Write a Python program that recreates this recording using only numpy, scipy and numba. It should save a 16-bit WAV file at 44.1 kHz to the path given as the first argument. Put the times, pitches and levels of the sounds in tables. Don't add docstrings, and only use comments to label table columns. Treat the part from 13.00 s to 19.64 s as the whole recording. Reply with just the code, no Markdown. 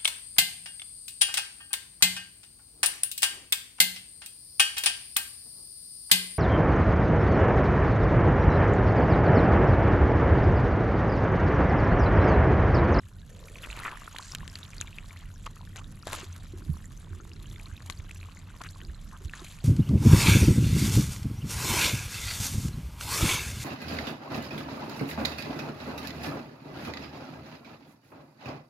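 import sys
import numpy as np
from scipy import signal
from scipy.fft import rfft, irfft
from scipy.io import wavfile
from scipy.ndimage import uniform_filter1d
from numba import njit

SR = 44100
rng = np.random.default_rng(int(sys.argv[2]) if len(sys.argv) > 2 else 0)


def bounce(signal):
    frames = np.transpose(np.atleast_2d(signal))
    limited = np.clip(frames, -1, 1)
    pcm = np.round(limited * 32767).astype(np.int16)
    wavfile.write(sys.argv[1], SR, pcm)


N = 292852

# t/s, level/dB
MUD_LOAD = [(0, -60), (.3, -59), (.76, -43), (1.1, -49), (1.25, -51), (1.75, -50.5), (2.25, -55),
            (2.42, -58.5), (2.7, -57.5), (3.05, -56), (3.12, -38), (3.26, -50), (3.6, -57.5), (4.25, -56),
            (4.5, -54), (5.7, -54.5), (6.1, -57.5), (6.45, -54), (6.64, -52.5)]
# t/s, length/s, level/dB, middle f/Hz, spread (+-)/octaves
GRAIN_RUNS = [(0.292, 0.44, -54, 507, 0.24), (0.631, 0.035, -40, 1820, 0.74),
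              (0.752, 0.11, -41.5, 1500, 0.83), (0.845, 0.053, -30.5, 1620, 0.45),
              (0.887, 0.08, -38.5, 1126, 0.46), (1.199, 0.16, -48, 5630, 0.62),
              (1.698, 0.29, -61, 384, 0.62), (2.458, 0.017, -39, 1940, 1.54),
              (2.756, 0.053, -43, 2450, 1.95), (3.066, 0.025, -36, 1695, 1.59),
              (3.128, 0.02, -34, 2570, 2.3), (3.153, 0.12, -45.5, 4300, 0.98),
              (3.171, 0.025, -46.5, 637, 0.48), (3.537, 0.21, -52, 294, 0.21),
              (3.618, 0.36, -57.5, 9700, 0.3), (4.025, 0.71, -58, 346, 0.26),
              (5.605, 0.014, -39, 1190, 1.1), (5.645, 0.029, -42, 1670, 0.63),
              (5.801, 0.12, -52.5, 370, 0.23), (6.122, 0.05, -43.5, 1120, 0.35),
              (6.203, 0.083, -50, 328, 0.2), (6.331, 0.13, -47.5, 2970, 1.69),
              (6.429, 0.17, -50.5, 4840, 1.46)]
# t/s, level before the onset is shaped/dB, starting f/Hz
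AIR_POPS = [(0.484, -29, 2240), (0.557, -24.5, 2360), (0.648, -25.5, 2500), (0.702, -20, 2450),
            (0.8, -21, 1290), (0.835, -20, 1880), (0.849, -22, 1060), (0.861, -14, 1200), (0.87, -19, 1820),
            (0.879, -16, 1220), (1.078, -20, 1300), (1.015, -33, 1800), (1.147, -25, 880),
            (1.185, -22, 3840), (1.226, -28, 4100), (1.32, -19.5, 5300), (1.35, -19.5, 3080),
            (1.406, -27, 1700), (1.499, -31, 5050), (1.555, -19, 4350), (1.631, -25.5, 3640),
            (1.733, -27.5, 2300), (1.782, -25, 4470), (1.803, -25.5, 3650), (1.812, -17, 6640),
            (1.823, -24.5, 2430), (1.873, -30.5, 3400), (1.929, -29.5, 2560), (1.985, -18, 2400),
            (2.108, -28, 2150), (2.466, -17, 1105), (2.566, -32, 1210), (2.757, -36, 880),
            (2.843, -32.5, 3540), (3.026, -31, 4770), (3.032, -31, 1260), (3.07, -15.5, 630),
            (3.129, -22.5, 970), (3.144, -20.5, 1100), (3.327, -32, 5900), (3.856, -35, 7150),
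            (4.317, -31, 2660), (4.334, -32.5, 4840), (4.458, -32.5, 2900), (4.513, -34.5, 3430),
            (4.561, -30.5, 2070), (4.598, -27.5, 2300), (4.658, -29, 3970), (4.766, -32.5, 3620),
            (4.778, -31.5, 2470), (4.899, -20.5, 1050), (4.925, -30.5, 4040), (4.999, -32.5, 2180),
            (5.11, -23.5, 2380), (5.16, -34, 2540), (5.212, -32, 2420), (5.23, -27.5, 2360),
            (5.371, -30, 2000), (5.609, -26, 960), (5.616, -21, 1310), (5.638, -32, 1780),
            (5.689, -28.5, 4220), (5.815, -30.5, 2890), (5.85, -30.5, 4530), (6.296, -27, 2520),
            (6.336, -17, 1690), (6.446, -32.5, 2360), (6.466, -31, 2230)]
# t/s, level before the onset is shaped/dB, starting f/Hz, decay/cycles, pitch climb/1
CHIRPS_AND_PLOPS = [(1.162, -19.5, 1380, 2, 0.53), (1.193, -27, 820, 6.4, 0.4),
                    (2.161, -36.5, 1780, 16, 0.32), (3.23, -33.5, 358, 2.4, 0.04),
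                    (3.536, -32, 335, 2.2, 0.07), (6.418, -37, 340, 2.7, 0.054)]
# t/s, level of the earliest splinters before the onset is shaped/dB
STEM_SNAPS = [(0.486, -40), (0.799, -41), (0.835, -40), (1.185, -27), (1.316, -33.5), (1.349, -20),
              (1.478, -32.5), (1.556, -33), (1.812, -25.5), (2.464, -32.5), (2.76, -33.5), (3.071, -27),
              (3.131, -22.5), (4.899, -26.5), (4.922, -42), (5.113, -37.5), (5.616, -35.5), (5.637, -31)]
# t of the crest/s, level midway between the ports/dB, f/Hz, length/s
HAND_BUMPS = [(0.692, -38, 50, 0.071), (3.692, -29.5, 75.7, 0.061), (3.696, -22.5, 149, 0.014),
              (4.12, -36, 88.3, 0.06), (4.729, -32.5, 84, 0.019), (4.994, -31, 76, 0.011),
              (5.888, -33.5, 60.4, 0.024), (6.256, -28, 74.5, 0.016)]
# t/s, level/dB
GUST_LEVEL = [(0, -46), (.5, -49.5), (1.4, -48.5), (2.3, -46.5), (3.2, -48.5), (4.1, -44), (4.8, -50),
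              (6, -47.5), (6.64, -50.5)]
# f/Hz, level/dB (per Hz)
BUFFET_SPECTRUM = [(18, -16), (28, 10), (70, -5.5), (160, -5), (230, -13), (320, -26.5), (640, -27),
                   (1200, -51.5)]
# t/s, level/dB
HUM_LEVEL = [(0, -50), (1.14, -58.5), (1.5, -47.5), (1.9, -53), (2.65, -46.5), (3.6, -48), (3.98, -50.5),
             (4.2, -52.5), (4.9, -47), (5.9, -48.5), (6.64, -59.5)]
# f/Hz, level/dB
MIC_RESPONSE = [(300, 1.5), (800, -9), (1100, -5), (2200, -6.5), (4000, -2.5), (5300, -5.5), (7300, 3),
                (8900, -5.5), (11000, 1.5), (13500, -8), (16000, -20)]

CRACKLE_DB, CRACKLE_FOLLOWS = -62.5, 0.74
CRACKLE_CYCLES = 5.0
DROPLET_DB, DROPLET_CYCLES = 1.5, 9.0
RUN_GROWTH_DB = 1.5
POP_CYCLES, CYCLES_PITCH_POWER, CYCLES_DB_PER_DB = 2.03, 0.57, -0.02
SPLINTER_S, SPLINTER_FADE_DB = 0.012, 8
TICK_DB, TICK_SPREAD_DB = -5.5, 1.5
BUMP_RISE, BUMP_FALL = 0.28, 1.1
HUM_HZ, HUM_WIDTH_HZ = 88.7, 9.0
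PORT_LAG = 0.5
TOP_HZ = 16700


def mud():
    squelch_db, = curves(MUD_LOAD)
    crackle_db = CRACKLE_DB + CRACKLE_FOLLOWS * (squelch_db + 53.0)
    squeeze = spurts(70, 0.003)
    pockets = swarm(count=2600, low_hz=898, high_hz=4080, spread_db=5.0, cycles=1.55, glide=0.047)
    low_ooze = seep(593, bands=5, shared=squeeze, shared_db=0.9, own_db=3.1, side=0.12)
    squelch = pockets + undb(-3.5) * low_ooze
    leaves = swarm(count=3500, low_hz=3130, high_hz=13640, spread_db=6.0,
                   cycles=CRACKLE_CYCLES, glide=0.0)
    high_ooze = seep(3370, bands=4, shared=squeeze, shared_db=14.0, own_db=0.99, side=0.12)
    crackle = leaves + undb(2.5) * high_ooze + undb(DROPLET_DB) * droplets()
    return undb(squelch_db) * squelch + undb(crackle_db) * crackle


def swarm(count, low_hz, high_hz, spread_db, cycles, glide):
    when, pitch, size, pan, decay = rng.random((count, 5)).T
    size_db = -spread_db * np.log(1.008 - size)
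    pan_db = 0.34 + 17.0 * (2 * pan - 1)
    hz = low_hz * (high_hz / low_hz) ** pitch
    return unit(grains(when * N / SR, hz, size_db, pan_db, cycles * (0.29 + 2 * decay ** 3), glide))


def seep(low_hz, bands, shared, shared_db, own_db, side):
    out = 0
    for hz in low_hz * 2 ** (np.arange(bands) / 2):
        sos = signal.butter(2, (hz, hz * np.sqrt(2)), "bandpass", fs=SR, output="sos")
        mid, across = signal.sosfilt(sos, rng.standard_normal((2, N))) / np.sqrt(hz)
        flow = 1 + undb(shared_db) * shared + undb(own_db) * spurts(60, 0.012)
        out = out + flow * (mid + side * across * np.array([[1], [-1]]))
    return unit(out)


def spurts(rate, trail_s):
    kicks = (rng.random(N) < rate / SR) * rng.exponential(size=N)
    return signal.lfilter([1], [1, -np.exp(-1 / (trail_s * SR))], kicks)


def droplets(count=600):
    when, pitch, size, pan, decay = rng.random((count, 5)).T
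    size_db = -3 * np.log(1.03 - size)
    pan_db = 1 + 10 * (pan - 0.5)
    cycles = DROPLET_CYCLES * (0.5 + decay)
    return unit(grains(when * N / SR, 1400 * 5 ** pitch, size_db, pan_db, cycles, 0.045 * decay))


def grain_runs():
    out = 0
    for s, length, db, hz, octaves in GRAIN_RUNS:
        count = int(min(0.8 * hz, 2600) * length) + 2
        when, size, pitch, pan, decay = rng.random((400, 5))[:count].T
        spread_db, centre_db = (4.2, 1.5) if hz > 450 else (2.0, -4.5)
        size_db = db - spread_db * np.log(1.02 - size) + RUN_GROWTH_DB * when
        if length > 0.03:
            size_db = size_db + 20 * np.log10(np.sin(np.pi * np.sqrt(when)) + 0.1)
        pan_db = centre_db + 6.5 * (2 * pan - 1)
        pitches = hz * 2 ** (octaves * (2 * pitch - 1))
        out = out + grains(s + length * when, pitches, size_db, pan_db, 1.53 + 2.33 * decay ** 2, 0.097)
    return out


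def pops():
    s, db, hz = np.transpose(AIR_POPS)
    cycles = POP_CYCLES * (hz / 1000) ** CYCLES_PITCH_POWER * undb(CYCLES_DB_PER_DB * (db + 30))
    return grains(s, hz, db, 0.63 + 3.1 * rng.standard_normal(len(s)), cycles, 0.038)


def chirps_and_plops():
    s, db, hz, cycles, climb = np.transpose(CHIRPS_AND_PLOPS)
    return grains(s, hz, db, -2.5 + 0 * s, cycles, climb)


def snaps(count=260):
    when, size = rng.random((count, 2)).T
    s = when * N / SR
    tick_db = np.interp(s, *np.transpose(MUD_LOAD)) + TICK_DB - TICK_SPREAD_DB * np.log(1.02 - size)
    return splinters(*np.transpose(STEM_SNAPS)) + splinters(s, tick_db)


def splinters(s, db):
    u = rng.random((len(s), 15, 3))
    pan_db = np.repeat(4.6 + 12.0 * (2 * u[:, 14, 0] - 1), 14)
    u = u[:, :14]
    late = u[..., 0].ravel() ** 7
    thinness = ((np.arange(14) + u[..., 1]) / 14).ravel()
    decay = u[..., 2].ravel()
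    when = np.repeat(s, 14) + SPLINTER_S * late + 0.0007 * decay
    splinter_db = np.repeat(db, 14) - SPLINTER_FADE_DB * np.sqrt(late)
    return grains(when, 1500 * 9 ** thinness, splinter_db, pan_db, 1.4 + 0.65 * decay, 0.0)


def grains(s, hz, db, pan_db, cycles, glide):
    hz = np.clip(hz, 20, 0.4 * SR)
    step = 2 * np.pi * hz / SR
    left, right = undb(db + pan_db / 2), undb(db - pan_db / 2)
    return ring(N, s * SR, step, np.maximum(cycles, 0.1) + 0 * s, glide + 0 * s, left, right)


@njit
def ring(n, start, step, cycles, glide, left, right):
    out = np.zeros((2, n))
    for k in range(len(start)):
        i, a, rise, phase, w = int(start[k]), 1., 1., 0., step[k]
        fade = np.exp(-step[k] / (2 * np.pi * cycles[k]))
        while a > .003 and i < n:
            wave = (a - rise) * np.sin(phase)
            out[0, i] += left[k] * wave
            out[1, i] += right[k] * wave
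            phase += w
            w = min(w * (1 + glide[k] * (1 - fade)), 2.8)
            a *= fade
            rise *= fade ** 8
            i += 1
    return out


def bumps():
    out, side = np.zeros((2, N)), np.array([[-1], [1]])
    for s, db, hz, length in HAND_BUMPS:
        i = np.arange(int((s - 0.2) * SR), min(int((s + 0.2) * SR), N))
        t = i / SR - s
        width = length * np.where(t < 0, BUMP_RISE, BUMP_FALL)
        swell = np.exp(-(t / width) ** 2)
        out[:, i] += undb(db + side * hz / 40) * swell * np.cos(2 * np.pi * hz * t)
    return out


def wind():
    buffet_db, = curves(GUST_LEVEL)
    mid, across = colour(rng.standard_normal((2, N)), BUFFET_SPECTRUM)
    flutter = undb(3.04 * walk(13))
    buffet = unit(flutter * (mid + 0.15 * across * np.array([[1], [-1]])))
    return undb(buffet_db) * buffet * undb([[-1.2], [1.2]])


def hum():
    hum_db, = curves(HUM_LEVEL)
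    b, a = signal.iirpeak(HUM_HZ, HUM_HZ / HUM_WIDTH_HZ, SR)
    return undb(hum_db) * unit(signal.lfilter(b, a, rng.standard_normal(N)))


def walk(rate):
    k = int(SR / rate)
    held = np.repeat(rng.standard_normal(N // k + 1), k)
    return uniform_filter1d(uniform_filter1d(held, k), k)[:N]


def colour(x, points):
    size = 4096
    hz, db = np.transpose(points)
    bins_hz = np.arange(size // 2 + 1) * SR / size
    log_gain = np.log(undb(np.interp(np.log(bins_hz + 1), np.log(hz), db)))
    cepstrum = irfft(log_gain)
    cepstrum[1:size // 2] *= 2
    cepstrum[size // 2 + 1:] = 0
    impulse = irfft(np.exp(rfft(cepstrum)))
    return signal.oaconvolve(np.atleast_2d(x), impulse[None], axes=1)[:, :N]


def undb(db):
    return 10 ** (np.asarray(db) / 20)


def unit(x):
    return x / np.sqrt(np.mean(x ** 2))


def curves(table):
    s, *columns = np.transpose(table)
    return [np.interp(np.arange(N) / SR, s, c) for c in columns]


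def scene():
    return mud() + grain_runs() + pops() + chirps_and_plops() + snaps() + bumps() + wind() + hum()


def record(dry):
    taps = np.arange(-8, 9)
    window = np.hanning(len(taps) + 2)[1:-1]
    ports = []
    for channel, lag in zip(dry, (PORT_LAG / 2, -PORT_LAG / 2)):
        ports.append(np.convolve(channel, np.sinc(taps - lag) * window, "same"))
    low_pass = signal.ellip(8, 0.2, 70, TOP_HZ, fs=SR, output="sos")
    return signal.sosfilt(low_pass, colour(np.array(ports), MIC_RESPONSE))


dry = scene()
out = record(dry)
bounce(out)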